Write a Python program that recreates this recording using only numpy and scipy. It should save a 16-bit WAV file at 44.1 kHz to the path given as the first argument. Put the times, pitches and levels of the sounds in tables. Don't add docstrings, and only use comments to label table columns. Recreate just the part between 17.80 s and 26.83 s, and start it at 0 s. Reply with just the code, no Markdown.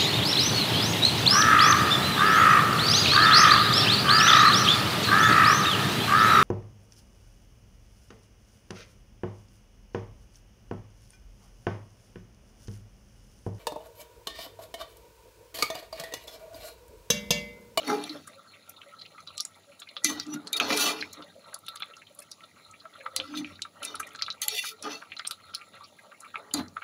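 import sys
import numpy as np
from scipy import signal
from scipy.fft import rfft, irfft
from scipy.io import wavfile
from scipy.ndimage import uniform_filter1d

SR = 44100
rng = np.random.default_rng(int(sys.argv[2]) if len(sys.argv) > 2 else 0)


def materialize(psi):
    bounded = np.clip(np.atleast_2d(psi).T, -1, 1)
    quanta = np.round(bounded * 32767).astype(np.int16)
    wavfile.write(sys.argv[1], SR, quanta)


def voltage_ratio(level):
    return 10 ** (np.asarray(level, float) / 20)


N = 398223

# [t/s, peak level/dB, blade ring level/dB, time to fade by 60 dB/s, favoured f/Hz]
CLANK_BLOWS = [
    (2.2455, -6, -9, .1, 6150),
    (2.398, -24, -10, .09, 4657),
    (2.73, -14, -8, .12, 3712),
    (2.8, -12, -8, .1, 2600),
    (5.363, -16, -12, .08, 4657),
    (6.421, -27, -2, .08, 4081),
    (6.618, -14, -10, .09, 6395),
    (6.682, -14, -8, .07, 3712),
    (8.7385, -14, -14, .14, 4657),
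]
# [f/Hz, width/Hz, level/dB]
FLOOR_HUM = [(298.2, 11.3, 0.5), (249, 62, -12.5), (152, 48, -21.5)]
# [f/Hz, width/Hz, level/dB]
WALL_DRAG = [(435.3, 21, 7), (831, 63, 3), (1227, 150, -3.5), (965, 34, -4), (542, 130, -5), (722, 89, 0.5)]
# [f/Hz, width/Hz, level/dB]
WALL_RASP = [(2015, 16, 9), (2360, 11, 7), (2680, 14, 2.5), (2970, 21, 5), (3340, 37, -5), (3707, 98, 5),
             (4020, 15, -5.5), (4390, 65, 7), (5560, 1100, -3.5)]
# [f/Hz, level per Hz/dB]
BRIGHT_EDGE = [(3240, -29.5), (5500, -9), (7080, -5.5), (8240, -11.5), (9860, -1.5), (13700, -12),
               (15100, -8), (16000, -4.5), (16500, -80.5)]
# [f/Hz, level/dB]
BLADE_NOTES = [(2030, -2), (2400, -7.5), (2600, -10), (3165, -2), (3712, 2), (4081, -3.5), (4657, -0.5),
               (5146, -20), (6150, -0.5), (6395, 1.5), (7095, -6), (7790, -16), (10300, -23),
               (11520, -26.5)]
# [f/Hz, width/Hz, level/dB]
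POT_AIR = [(573, 78, -7), (1317.5, 120, 1.5), (1156, 32, -8.5), (1870, 45, -1.5), (2320, 350, -6.5),
           (2800, 250, -5.5), (3600, 400, -3.5), (4280, 110, -1)]
# [t/s, level/dB]
BOIL_LEVEL = [
    (0, -45.5),
    (0.5, -52.5),
    (1.2, -55),
    (3.1, -52),
    (4.3, -54.5),
    (5.5, -53),
    (6.4, -50.5),
    (9.03, -58),
]
# [f/Hz, level per Hz/dB]
STEAM_COLOUR = [(72, -36.5), (92, 1.5), (130, -10), (210, -8.5), (390, -10.5), (550, -11), (950, -14.5),
                (1330, -41), (1750, -30), (4200, -15.5), (5200, -22.5), (7150, -18), (8200, -35),
                (10300, -20.5), (13200, -41), (15200, -22.5)]
STEAM_DB, ECHO_DB = -61.5, -10
TOP_HZ = 15650

# [t/s, peak level/dB, bubble f/Hz]
SMALL_BLIPS = [(0.2948, -24.5, 3900), (0.739, -40, 2680), (0.9666, -36.5, 3580), (1.016, -30.5, 2680),
               (1.256, -32.5, 2590), (1.475, -26.5, 3870), (3.212, -22, 4070), (4.138, -34.5, 2720),
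               (4.2195, -33.5, 2220), (4.2698, -35, 3100), (5.001, -37, 4100), (5.4, -17.5, 3010),
               (6.464, -24.5, 3600), (8.447, -33.5, 2200), (1.194, -35.5, 4130), (1.995, -37, 3830),
               (2.0733, -34, 2120), (2.0902, -31, 3550), (3.188, -32, 2360), (4.419, -36, 2150),
               (4.638, -34, 3630), (4.938, -37, 2290), (5.137, -37.5, 3340), (5.2087, -32, 2135),
               (5.551, -28, 3700), (5.673, -34.5, 2320), (5.756, -36, 3740), (6.2306, -29.5, 2390),
               (7.1072, -30.5, 2600), (7.3, -43, 2530), (7.602, -47, 2560), (7.815, -31.5, 2260),
               (8.0425, -34, 4560), (8.1889, -36, 2040), (8.345, -39.5, 2170), (8.711, -32, 3000)]
# [t/s, peak
# level/dB, bubble f/Hz, pot air level/dB, spray level/dB]
FULL_BURSTS = [(0.0777, -26, 1870, -36, -29), (0.476, -34, 8500, -37.5, -32), (2.2458, -6.5, 6180, -21, -8),
               (2.3989, -16, 4670, -29, -46), (2.5406, -39, 3800, -35.5, -32.5),
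               (2.672, -24.5, 4290, -40, -38), (2.731, -18, 3700, -57, -11.5), (2.8, -9.5, 2570, -15, -21),
               (2.9044, -22.5, 1810, -15, -32.5), (3.959, -30, 3600, -38, -35.5),
               (5.3638, -13.5, 4140, -42, -12), (6.201, -47, 7100, -25, -22.5),
               (6.35, -31, 3500, -31.5, -47), (6.4225, -11.5, 4280, -29, -60),
               (6.6184, -26, 6100, -38, -14.5), (6.6831, -15.5, 3280, -54, -10.5),
               (7.5103, -17, 3760, -30, -18.5), (8.7391, -21.5, 4250, -35, -12)]
# [t/s, peak level/dB, bubble f/Hz, spray level/dB]
SPRAY_SPLASHES = [(0.2394, -24.5, 3500, -32.5), (0.8953, -28, 11900, -32.5), (1.5796, -18, 4280, -27),
                  (1.6058, -16, 5400, -19), (1.6516, -20.5, 7000, -23), (2.001, -36, 6700, -38),
                  (2.974, -14, 4300, -16), (3.332, -32, 5560, -29.5), (3.744, -28.5, 4420, -28),
                  (3.866, -33.5, 3600, -40.5), (4.3912, -42, 4220, -34), (4.516, -27, 4800, -33.5),
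                  (5.5746, -23.5, 3530, -30.5), (5.82, -21, 3720, -29), (6.0302, -26, 2980, -34),
                  (6.1547, -27.5, 3800, -27.5), (7.026, -24.5, 5700, -33), (7.4744, -36, 7600, -21),
                  (7.7488, -17, 4300, -25.5), (8.406, -33.5, 9150, -40), (1.405, -42, 4100, -52),
                  (4.424, -55, 9000, -38.5), (6.0383, -33, 10100, -49), (6.051, -40, 9600, -24.5),
                  (6.271, -52, 10300, -39)]
# [t/s, peak level/dB, bubble f/Hz, pot air level/dB]
DEEP_BURSTS = [(1.214, -30.5, 3970, -54), (1.3817, -34, 1990, -39), (2.02, -29, 3340, -36.5),
               (2.1668, -21, 3340, -28.5), (3.225, -20.5, 2040, -57), (3.4235, -28.5, 3600, -43),
               (3.883, -23.5, 3600, -35), (4.004, -30, 3060, -40), (4.0226, -22.5, 3340, -24),
               (5.262, -32, 1874, -21.5), (5.646, -25, 2440, -48), (6.391, -27.5, 3600, -36),
               (6.482, -30.5, 1920, -26.5), (6.503, -18.5, 3900, -39), (7.3192, -21.5, 2360, -48),
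               (7.367, -27, 4060, -41), (7.396, -30, 1770, -27.5), (7.45, -25.5, 3140, -32),
               (7.7383, -31, 3080, -36.5), (8.544, -45, 2870, -32), (8.557, -22.5, 2130, -24),
               (9.02, -30, 2200, -30)]
# [t/s, pot air level/dB]
LEAF_GULPS = [(3.731, -37), (5.055, -38.5), (5.5408, -29.5), (5.852, -33.5), (6.021, -36), (6.145, -31.5),
              (6.841, -24.5), (7.0534, -42), (7.222, -31), (8.319, -36), (8.969, -25.5)]
SPLASH_AIR_DB, BURST_SPRAY_DB, BLIP_AIR_DB, BLIP_SPRAY_DB = -25, -52, -50, -31
GULP_PEAK_DB, GULP_SPRAY_DB, GULP_HZ = -40, -51, 2040

# [hardest t/s, build-up t/s, let-go t/s, rasp level/dB, bright edge level/dB]
WALL_SCRAPES = [(0.098, 0.075, 0.12, -37, -48), (0.25, 1, 0.3, -50, -59.5),
                (2.246, 0.0032, 0.11, -29.5, -38.5), (2.299, 0.035, 0.046, -33.5, -41.5),
                (2.4, 0.14, 0.092, -45, -62), (2.553, 0.089, 0.023, -50.5, -58),
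                (2.771, 0.01, 0.019, -28.5, -37), (2.811, 0.013, 0.23, -35.5, -51),
                (2.914, 0.053, 0.25, -29, -40), (3.012, 0.086, 0.12, -25.5, -29.5),
                (3.085, 0.16, 0.067, -27, -35.5), (5.4, .04, 0.47, -52.5, -69),
                (5.58, 0.034, 0.036, -40, -50), (6.033, 0.011, 0.13, -39.5, -54),
                (3.16, 0.042, 0.16, -44, -59), (6.63, 0.011, 0.041, -33, -34.5),
                (6.741, 0.072, 0.093, -35, -45), (6.789, 0.086, 0.031, -30.5, -36),
                (6.89, 0.18, 0.04, -36.5, -40.5), (7.039, 0.013, 0.11, -41.5, -57),
                (7.121, 0.056, 0.1, -39.5, -55), (8.78, 0.041, 0.055, -42, -51.5)]
# [hardest t/s, build-up t/s, let-go t/s, wet drag level/dB, hum level/dB]
LOAD_PUSHES = [(0.099, 0.035, 0.08, -29.5, -28.5), (0.16, 0.17, 0.17, -41.5, -37.5),
               (0.36, 0.05, 0.065, -47, -46), (2.25, 0.0073, 0.16, -63, -35),
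               (2.3, 0.024, 0.07, -39, -35.5), (2.37, 0.043, 0.07, -44, -42.5),
               (2.48, 0.022, 0.17, -56, -38), (2.552, 0.087, 0.073, -54.5, -33.5),
               (2.811, 0.013, 0.33, -34.5, -38.5), (2.906, 0.0044, 0.1, -29.5, -30.5),
               (3.07, 0.38, 0.15, -33, -40), (3.2, 0.13, 0.12, -47.5, -46.5),
               (3.401, 0.036, 0.048, -49, -46.5), (5.4, 0.022, 0.037, -42.5, -48),
               (5.6, .14, 0.095, -52.5, -34.5), (6.035, 0.025, 0.4, -50.5, -56.5),
               (6.741, 0.044, 0.044, -57, -73), (7.059, 0.028, 0.12, -36.5, -40.5),
               (8.57, 0.026, 0.51, -53, -71), (8.744, 0.0047, 0.12, -39, -32),
               (8.799, 0.042, 0.042, -34.5, -29.5)]
SPAN_DB, LIFTED_DB = 20, -80
GURGLE_DB, SLOSH_DB, SLOSH_S = -72.5, -18, 0.11

# [t/s, peak level/dB]
SLOW_BURPS = [
    (0.328, -39.5),
    (1.055, -48),
    (3.551, -43.5),
    (3.668, -46),
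    (4.292, -50),
    (5.177, -43.5),
    (5.327, -46.5),
    (8.584, -46),
]
BURP_S, BURP_DB = 0.013, 0

# [loudest t/s, build-up t/s, let-go t/s, f/Hz, level/dB]
WALL_SINGS = [(0.093, 0.028, 0.055, 5700, -42), (0.093, 0.02, 0.07, 2080, -39),
              (0.1, 0.037, 0.044, 1273, -35), (0.14, 0.083, 0.11, 421, -28),
              (2.253, 0.029, 0.24, 1940, -40.5), (2.55, 0.043, 0.035, 3725, -50.5),
              (2.56, 0.018, 0.057, 1419, -46), (2.737, 0.013, 0.048, 2364, -37.5),
              (2.77, 0.043, 0.019, 3770, -33), (2.807, 0.014, 0.084, 1220, -38),
              (2.913, 0.044, 0.06, 540, -31), (2.93, 0.091, 0.035, 4800, -44),
              (2.997, 0.043, 0.22, 1420, -35.5), (3.013, 0.045, 0.049, 6965, -35),
              (3.02, 0.048, 0.11, 3290, -34), (3.02, 0.065, 0.038, 4030, -32.5),
              (3.033, 0.16, 0.14, 5990, -37.5), (3.053, 0.02, 0.073, 1166, -29.5),
              (3.057, 0.15, 0.075, 3620, -40), (5.407, 0.083, 0.067, 527, -44.5),
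              (5.567, 0.028, 0.039, 3840, -49), (6.03, 0.017, 0.055, 1350, -43),
              (6.08, 0.034, 0.058, 3649, -43), (6.357, 0.022, 0.17, 1323, -46),
              (2.29, 0.02, 0.066, 6230, -35), (6.66, 0.052, 0.17, 847, -51), (6.74, 0.048, 0.054, 432, -46),
              (6.787, 0.055, 0.065, 3540, -35.5), (6.79, 0.035, 0.033, 2006, -34.5),
              (6.793, 0.024, 0.061, 2740, -32), (8.755, 0.015, 0.097, 4080, -35),
              (7.06, 0.031, 0.046, 1226, -36.5), (7.067, 0.034, 0.031, 810, -54)]
# [loudest t/s, build-up t/s, let-go t/s, f/Hz, level/dB]
BLADE_SLIDES = [
    (2.54, 0.062, 0.02, 5900, -42.5),
    (2.545, .03, 0.03, 2800, -47),
    (2.5, 0.1, .1, 1200, -54),
    (5.58, 0.063, 0.058, 6150, -44.5),
    (11, .03, 0.054, 5900, -51),
]
# [loudest t/s, let-go t/s, f/Hz, level/dB]
AIR_NOTES = [(0.563, 0.06, 549, -52), (0.89, 0.051, 1375, -53), (1.134, 0.11, 1314, -48.5),
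             (1.213, 0.1, 4210, -55), (1.383, 0.062, 1285, -49), (1.599, 0.038, 1207, -49.5),
             (1.907, 0.029, 567, -49), (2.187, 0.048, 550, -55), (3.407, 0.035, 538, -47.5),
             (3.897, 0.15, 1334, -49), (4.393, 0.052, 582, -54), (4.476, 0.091, 1354, -72),
             (4.637, 0.017, 1320, -50), (4.92, 0.055, 1290, -50), (5.063, 0.023, 647, -47.5),
             (5.267, 0.055, 524, -47.5), (7.807, 0.057, 1366, -50), (7.83, 0.025, 1210, -50),
             (8.323, 0.051, 1164, -56)]
# [t/s, level/dB]
STEAM_THUMPS = [(0.47, -66), (1.509, -67), (2.349, -60), (2.85, -57.5), (3.249, -59), (4.9, -64.5),
                (5.389, -58.5), (5.701, -57.5), (6.198, -60), (7.649, -64), (8.801, -50)]
THUMP_HZ, THUMP_RISE_S, THUMP_FALL_S = 92, 0.1, 0.22
NOTE_RISE_S, NOTE_STRETCH, NOTE_STEADY, WAVER_S = 0.042, 0.8, 1.15, 0.0098
# [loudest t/s, build-up t/s, let-go t/s, f/Hz, level/dB]
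LOAD_DRONES = [
    (0.135, 0.087, 0.094, 830, -31),
    (0.31, 0.041, 0.057, 307, -40),
    (2.85, 0.11, 0.078, 432, -48),
    (2.914, 0.013, 0.033, 269, -32),
    (2.956, 0.016, 0.022, 438, -29.5),
    (3.11, 0.042, 0.24, 439.6, -42.5),
    (6.765, 0.071, .06, 716, -52),
    (6.925, 0.065, 0.086, 441, -55),
]
# [t/s, peak level/dB, f/Hz]
DROPLET_TICKS = [(0.482, -42, 8800), (1.2612, -36, 3700), (1.572, -40, 7040), (1.5947, -33, 4100),
                 (1.6012, -19.5, 4280), (2.4175, -36, 4140), (2.4661, -39, 6200), (2.6769, -32, 7440),
                 (2.9053, -21, 4200), (3.2073, -30, 4350), (3.789, -41, 10100), (3.8858, -33.5, 10800),
                 (3.9715, -35, 3800), (3.9996, -42, 10850), (4.0313, -26, 2500), (4.167, -41.5, 5350),
                 (4.3496, -44, 10700), (4.4026, -38, 9990), (4.6061, -42.5, 2320), (4.9121, -41, 7200),
                 (5.7915, -38, 1800), (5.8205, -23.5, 6350), (6.0424, -34, 10300), (6.2053, -32, 9340),
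                 (6.2906, -43, 6390), (6.334, -47, 10760), (6.3595, -35, 6000), (6.413, -34, 1830),
                 (6.525, -36, 5200), (7.3887, -38, 6300), (7.3942, -27.5, 3900), (7.469, -28, 4270),
                 (7.515, -29, 10480), (7.7427, -31, 4200), (8.7935, -36, 2430), (8.882, -42, 4960)]
TICK_RISE_S, TICK_T60_S = 0.0016, 0.014


def pops():
    bubbles, air, spray = np.zeros((3, N))
    lead = .008
    u = np.arange(2600) / SR - lead
    rows = all_bursts()
    chance = rng.standard_normal((len(rows), 4, len(u)))
    snap = np.arange(len(u)) == round(lead * SR)
    for (s, peak_db, hz, air_db, spray_db), (a, b, c, d) in zip(rows, chance):
        hard = np.clip((peak_db + 40.5) / 22, .1, 1)
        slow = 3 - 2.4 * hard
        rise = np.minimum(voltage_ratio(60 * u / (0.0057 * slow)), 1)
        after = u.clip(0)
        shape = rise * (0.063 * voltage_ratio(-60 * after / 0.14) + voltage_ratio(-60 * after / (0.011 * slow)))
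        tears = a * (abs(d) > 2.7) * voltage_ratio(-60 * after / 0.053) * (0.071 + 0.65 * rise)
        ticks = hard ** 2 * snap + 0.6 * tears
        tick = ring(ring(ticks, [(hz, .5 * hz, 0)]), [(1.1 * hz, .6 * hz, 0)])
        tick = band(tick, .55 * hz, 1.5 * hz)
        tone = ring(b * shape, [(hz, .05 * hz, 0), (1.22 * hz, .05 * hz, -4), (.8 * hz, .05 * hz, -4)])
        tone = ring(tone, [(hz, .4 * hz, 0)])
        bubble = 1.51 * hard * tick / abs(tick).max() + 0.65 * tone / abs(tone).max()
        add(bubbles, s - lead, voltage_ratio(peak_db) * bubble)
        add(air, s - lead, voltage_ratio(air_db) * (b * shape + 3 * ticks))
        add(spray, s - lead, voltage_ratio(spray_db) * (.8 * c * shape + .7 * ticks))
    air_notes = POT_AIR[1:3]
    gain = np.sqrt(np.mean(ring(chance[0, 0], air_notes) ** 2))
    air = band(ring(air, air_notes), 490, 3340) / gain
    spray = coloured(coloured(spray, BRIGHT_EDGE), [(10500, -1.5), (13000, -11.5)])
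    spray = patched(spray, 5.84, bins=14, frames=10)
    return voltage_ratio(-3.5) * bubbles + voltage_ratio(-4.0) * air + voltage_ratio(5.5) * spray


def all_bursts():
    splashes = [(s, db, hz, spray_db + SPLASH_AIR_DB, spray_db) for s, db, hz, spray_db in SPRAY_SPLASHES]
    deep = [(s, db, hz, air_db, db + BURST_SPRAY_DB) for s, db, hz, air_db in DEEP_BURSTS]
    blips = [(s, db, hz, db + BLIP_AIR_DB, db + BLIP_SPRAY_DB) for s, db, hz in SMALL_BLIPS]
    gulps = [(s, db + GULP_PEAK_DB, GULP_HZ, db, db + GULP_SPRAY_DB) for s, db in LEAF_GULPS]
    return list(FULL_BURSTS) + splashes + deep + blips + gulps


def clanks():
    out, u = np.zeros(N), np.arange(5500) / SR
    hz, mode_db = np.transpose(BLADE_NOTES)[:, :, None]
    chance = rng.standard_normal((len(CLANK_BLOWS), 2, len(BLADE_NOTES), len(u)))
    for (s, peak_db, ring_db, t60, best_hz), (a, b) in zip(CLANK_BLOWS, chance):
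        near = np.exp(-(np.log(hz / best_hz) / .04) ** 2)
        fade_db = -60 * u / t60 * (hz / 4000) ** .6 * (2.2 - 1.2 * near)
        waver = uniform_filter1d(uniform_filter1d(a + 1j * b, 330), 330)
        waver = evened(waver.view(float)).view(complex)
        swing = (0.088 + 2 * near + waver) * np.exp(2j * np.pi * hz * u)
        modes = voltage_ratio(mode_db + 2.2 * near + fade_db) * swing.real
        ringing = voltage_ratio(ring_db - 14.5) * modes.sum(0) * (1 - np.exp(-u / 0.00019))
        crack = .5 * band(a[0], 7300, 17900) * voltage_ratio(-60 * u / 0.0027)
        add(out, s, voltage_ratio(peak_db) * (ringing + crack))
    return out


def strokes():
    slips = clicks(7000, 2.7) + 0.77 * rng.standard_normal(N)
    grit = voltage_ratio(1.6 * evened(uniform_filter1d(rng.standard_normal(N), 260)))
    rasp = evened(ring(slips, WALL_RASP)) + .6 * evened(band(slips, 1900, 6000))
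    rasp = band(band(rasp * grit, 1850, 6500), 1800, 7000)
    rasp = patched(rasp, 4.5, bins=2, frames=26)
    edge = patched(coloured(slips, BRIGHT_EDGE) * grit, 3.5, bins=5, frames=14)
    drag = evened(ring(slips, WALL_DRAG)) + .5 * evened(band(slips, 450, 1700))
    drag = band(patched(drag, 2.5, bins=3, frames=16), 313, 2300)
    hum = ring(ring(slips, FLOOR_HUM), [(291, 350, 0)])
    hum = hum / (.5 + evened(uniform_filter1d(abs(hum), 900)))
    gains = pressure(WALL_SCRAPES) + pressure(LOAD_PUSHES)
    return sum(gain * evened(x) for gain, x in zip(gains, (rasp, edge, drag, hum)))


def pressure(rows):
    t = np.arange(0, N / SR + .002, .001)
    s, rise, fall, *levels_db = np.transpose(rows)[:, :, None]
    off_db = -SPAN_DB * np.maximum((s - t) / abs(rise), (t - s) / abs(fall)) ** 1.4
    curves_db = [(db + off_db).max(0).clip(LIFTED_DB) for db in levels_db]
    return [np.interp(np.arange(N) / SR, t, voltage_ratio(curve)) for curve in curves_db]


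def sings():
    notes = [(s, NOTE_RISE_S, fall, hz, db) for s, fall, hz, db in AIR_NOTES]
    thumps = [(s, THUMP_RISE_S, THUMP_FALL_S, THUMP_HZ, db) for s, db in STEAM_THUMPS]
    rows = list(WALL_SINGS) + list(BLADE_SLIDES) + list(LOAD_DRONES) + notes + thumps
    lead = .2
    out, u = np.zeros(N + SR), np.arange(18000) / SR - lead
    width = int(WAVER_S * SR) + 1
    for (s, rise, fall, hz, db), pair in zip(rows, rng.standard_normal((len(rows), 2, 1800))):
        a, b = [evened(uniform_filter1d(uniform_filter1d(np.repeat(v, 10), width), width)) for v in pair]
        off_db = -SPAN_DB * (np.maximum(-u / abs(rise), u / abs(fall)) / NOTE_STRETCH) ** 1.4
        swing = (NOTE_STEADY + .5 * (a + 1j * b)) * np.exp(2j * np.pi * hz * u)
        add(out, s + 1 - lead, voltage_ratio(db + off_db) * swing.real)
    return out[SR:]


def droplets():
    out, u = np.zeros(N), np.arange(1600) / SR - TICK_RISE_S
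    fall = voltage_ratio(-60 * u / TICK_T60_S) + 0.15 * voltage_ratio(-10 * u / TICK_T60_S)
    shape = np.minimum(voltage_ratio(30 * u / TICK_RISE_S), fall)
    for (s, db, hz), puff in zip(DROPLET_TICKS, rng.standard_normal((len(DROPLET_TICKS), len(u)))):
        tick = band(puff * shape, .8 * hz, 1.25 * hz)
        add(out, s - TICK_RISE_S, voltage_ratio(db) * tick / abs(tick).max())
    return out


def burps():
    out, u = np.zeros(N), np.arange(5000) / SR / BURP_S
    for (s, db), puff in zip(SLOW_BURPS, rng.standard_normal((len(SLOW_BURPS), len(u)))):
        note = ring(ring(puff * u * np.exp(-u), POT_AIR[:1]), POT_AIR[:1])
        add(out, s, voltage_ratio(db + BURP_DB) * note / abs(note).max())
    return out


def boil():
    s, boil_db = np.transpose(BOIL_LEVEL)
    t, u = np.arange(N) / SR, np.arange(600) / SR
    surge = evened(uniform_filter1d(uniform_filter1d(rng.standard_normal(N), 500), 2400))
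    every, size = clicks(600, 3.2) * voltage_ratio(3.2 * surge), rng.integers(0, 12, N)
    every = every + np.roll(every, 170) - np.roll(every, 410)
    bubbles = np.zeros(N)
    for k, hz in enumerate(np.geomspace(450, 4800, num=12)):
        bubble = np.sin(2 * np.pi * hz * u * (1 + 4.3 * u)) * np.exp(-u * hz / 1.93) * (1 - np.exp(-u / 0.0015))
        bubble = bubble / np.linalg.norm(bubble) * (hz / 1000) ** -.3
        bubbles += signal.oaconvolve(every * (size == k), bubble)[:N]
    inside = evened(patched(ring(bubbles, POT_AIR), 5.5, bins=7, frames=18))
    inside = voltage_ratio(np.interp(t, s, boil_db) - 3.0) * inside
    spits = ring(clicks(260, 3) * voltage_ratio(3 * surge), [(10500, 900, 3), (7000, 400, 0)])
    spits = ring(spits, [(9100, 5000, 0)])
    gurgle = ring(clicks(110, 3.0), [(153.7, 6.6, -0.5), (215.4, 56.0, -1.0)])
    gurgle = evened(band(gurgle, 76, 500))
    keep = np.exp(-1 / (SLOSH_S * SR))
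    lingering = signal.lfilter([1 - keep], [1, -keep], pressure(LOAD_PUSHES)[1])
    slosh = voltage_ratio(GURGLE_DB) + voltage_ratio(SLOSH_DB) * lingering
    return inside + slosh * gurgle + voltage_ratio(-73) * evened(spits)


def pot(x):
    u = np.arange(6000) / SR
    tail = rng.standard_normal(len(u)) * voltage_ratio(-60 * u / 0.084) * (u > .0015)
    tail = .8 * band(tail, 80, 6000) + ring(tail, POT_AIR)
    return signal.oaconvolve(x, tail / np.linalg.norm(tail))[:N]


def steam():
    hiss = patched(coloured(rng.standard_normal(N), STEAM_COLOUR), 2.2, bins=7, frames=14)
    return voltage_ratio(STEAM_DB - 2.0) * evened(hiss)


def clicks(per_s, spread_db):
    out, at = np.zeros(N), np.flatnonzero(rng.random(N) < per_s / SR)
    sign, size = rng.random((len(at), 2)).T
    out[at] = np.sign(sign - .5) * voltage_ratio(spread_db * np.minimum(-np.log(size), 4))
    return out


def ring(x, modes):
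    out = 0
    for k, (hz, width, db) in enumerate(modes):
        out = out + (-1) ** k * voltage_ratio(db) * signal.lfilter(*signal.iirpeak(hz, hz / width, SR), x)
    return out


def patched(x, depth_db, bins, frames):
    z = signal.stft(x, nperseg=512, noverlap=384)[2]
    field = uniform_filter1d(uniform_filter1d(rng.standard_normal(z.shape), bins, 0), frames, 1)
    return signal.istft(z * voltage_ratio(depth_db * evened(field)), nperseg=512, noverlap=384)[1][:len(x)]


def coloured(x, points):
    return irfft(rfft(x) * voltage_ratio(read(points, np.fft.rfftfreq(len(x), 1 / SR))), len(x))


def read(points, hz):
    f, value = np.transpose(points)
    return np.interp(np.log(hz + 1), np.log(f + 1), value)


def band(x, lo_hz, hi_hz):
    return signal.sosfilt(signal.butter(3, [lo_hz, hi_hz], "band", fs=SR, output="sos"), x)


def evened(x):
    return x / np.sqrt(np.mean(x ** 2) + 1e-20)


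def add(mix, s, sound):
    part = mix[round(s * SR):][:len(sound)]
    part += sound[:len(part)]


def scene():
    near = pops() + clanks() + boil() + burps()
    return (near + voltage_ratio(ECHO_DB) * pot(near) + strokes() + steam() + sings() + droplets())[None]


def band_limit(x):
    return signal.sosfilt(signal.butter(12, 16810, fs=SR, output="sos"), x)


def record(dry):
    rounded = np.tanh(2 * dry) / 2
    cut = signal.sosfilt(signal.butter(2, 55, "high", fs=SR, output="sos"), rounded)
    lowpass = signal.firwin(301, TOP_HZ, window=("kaiser", 5), fs=SR)
    below = signal.oaconvolve(cut, lowpass[None], "same")
    return band_limit(below + voltage_ratio(-28.0) * (cut - below))


dry = scene()
out = record(dry)
materialize(out)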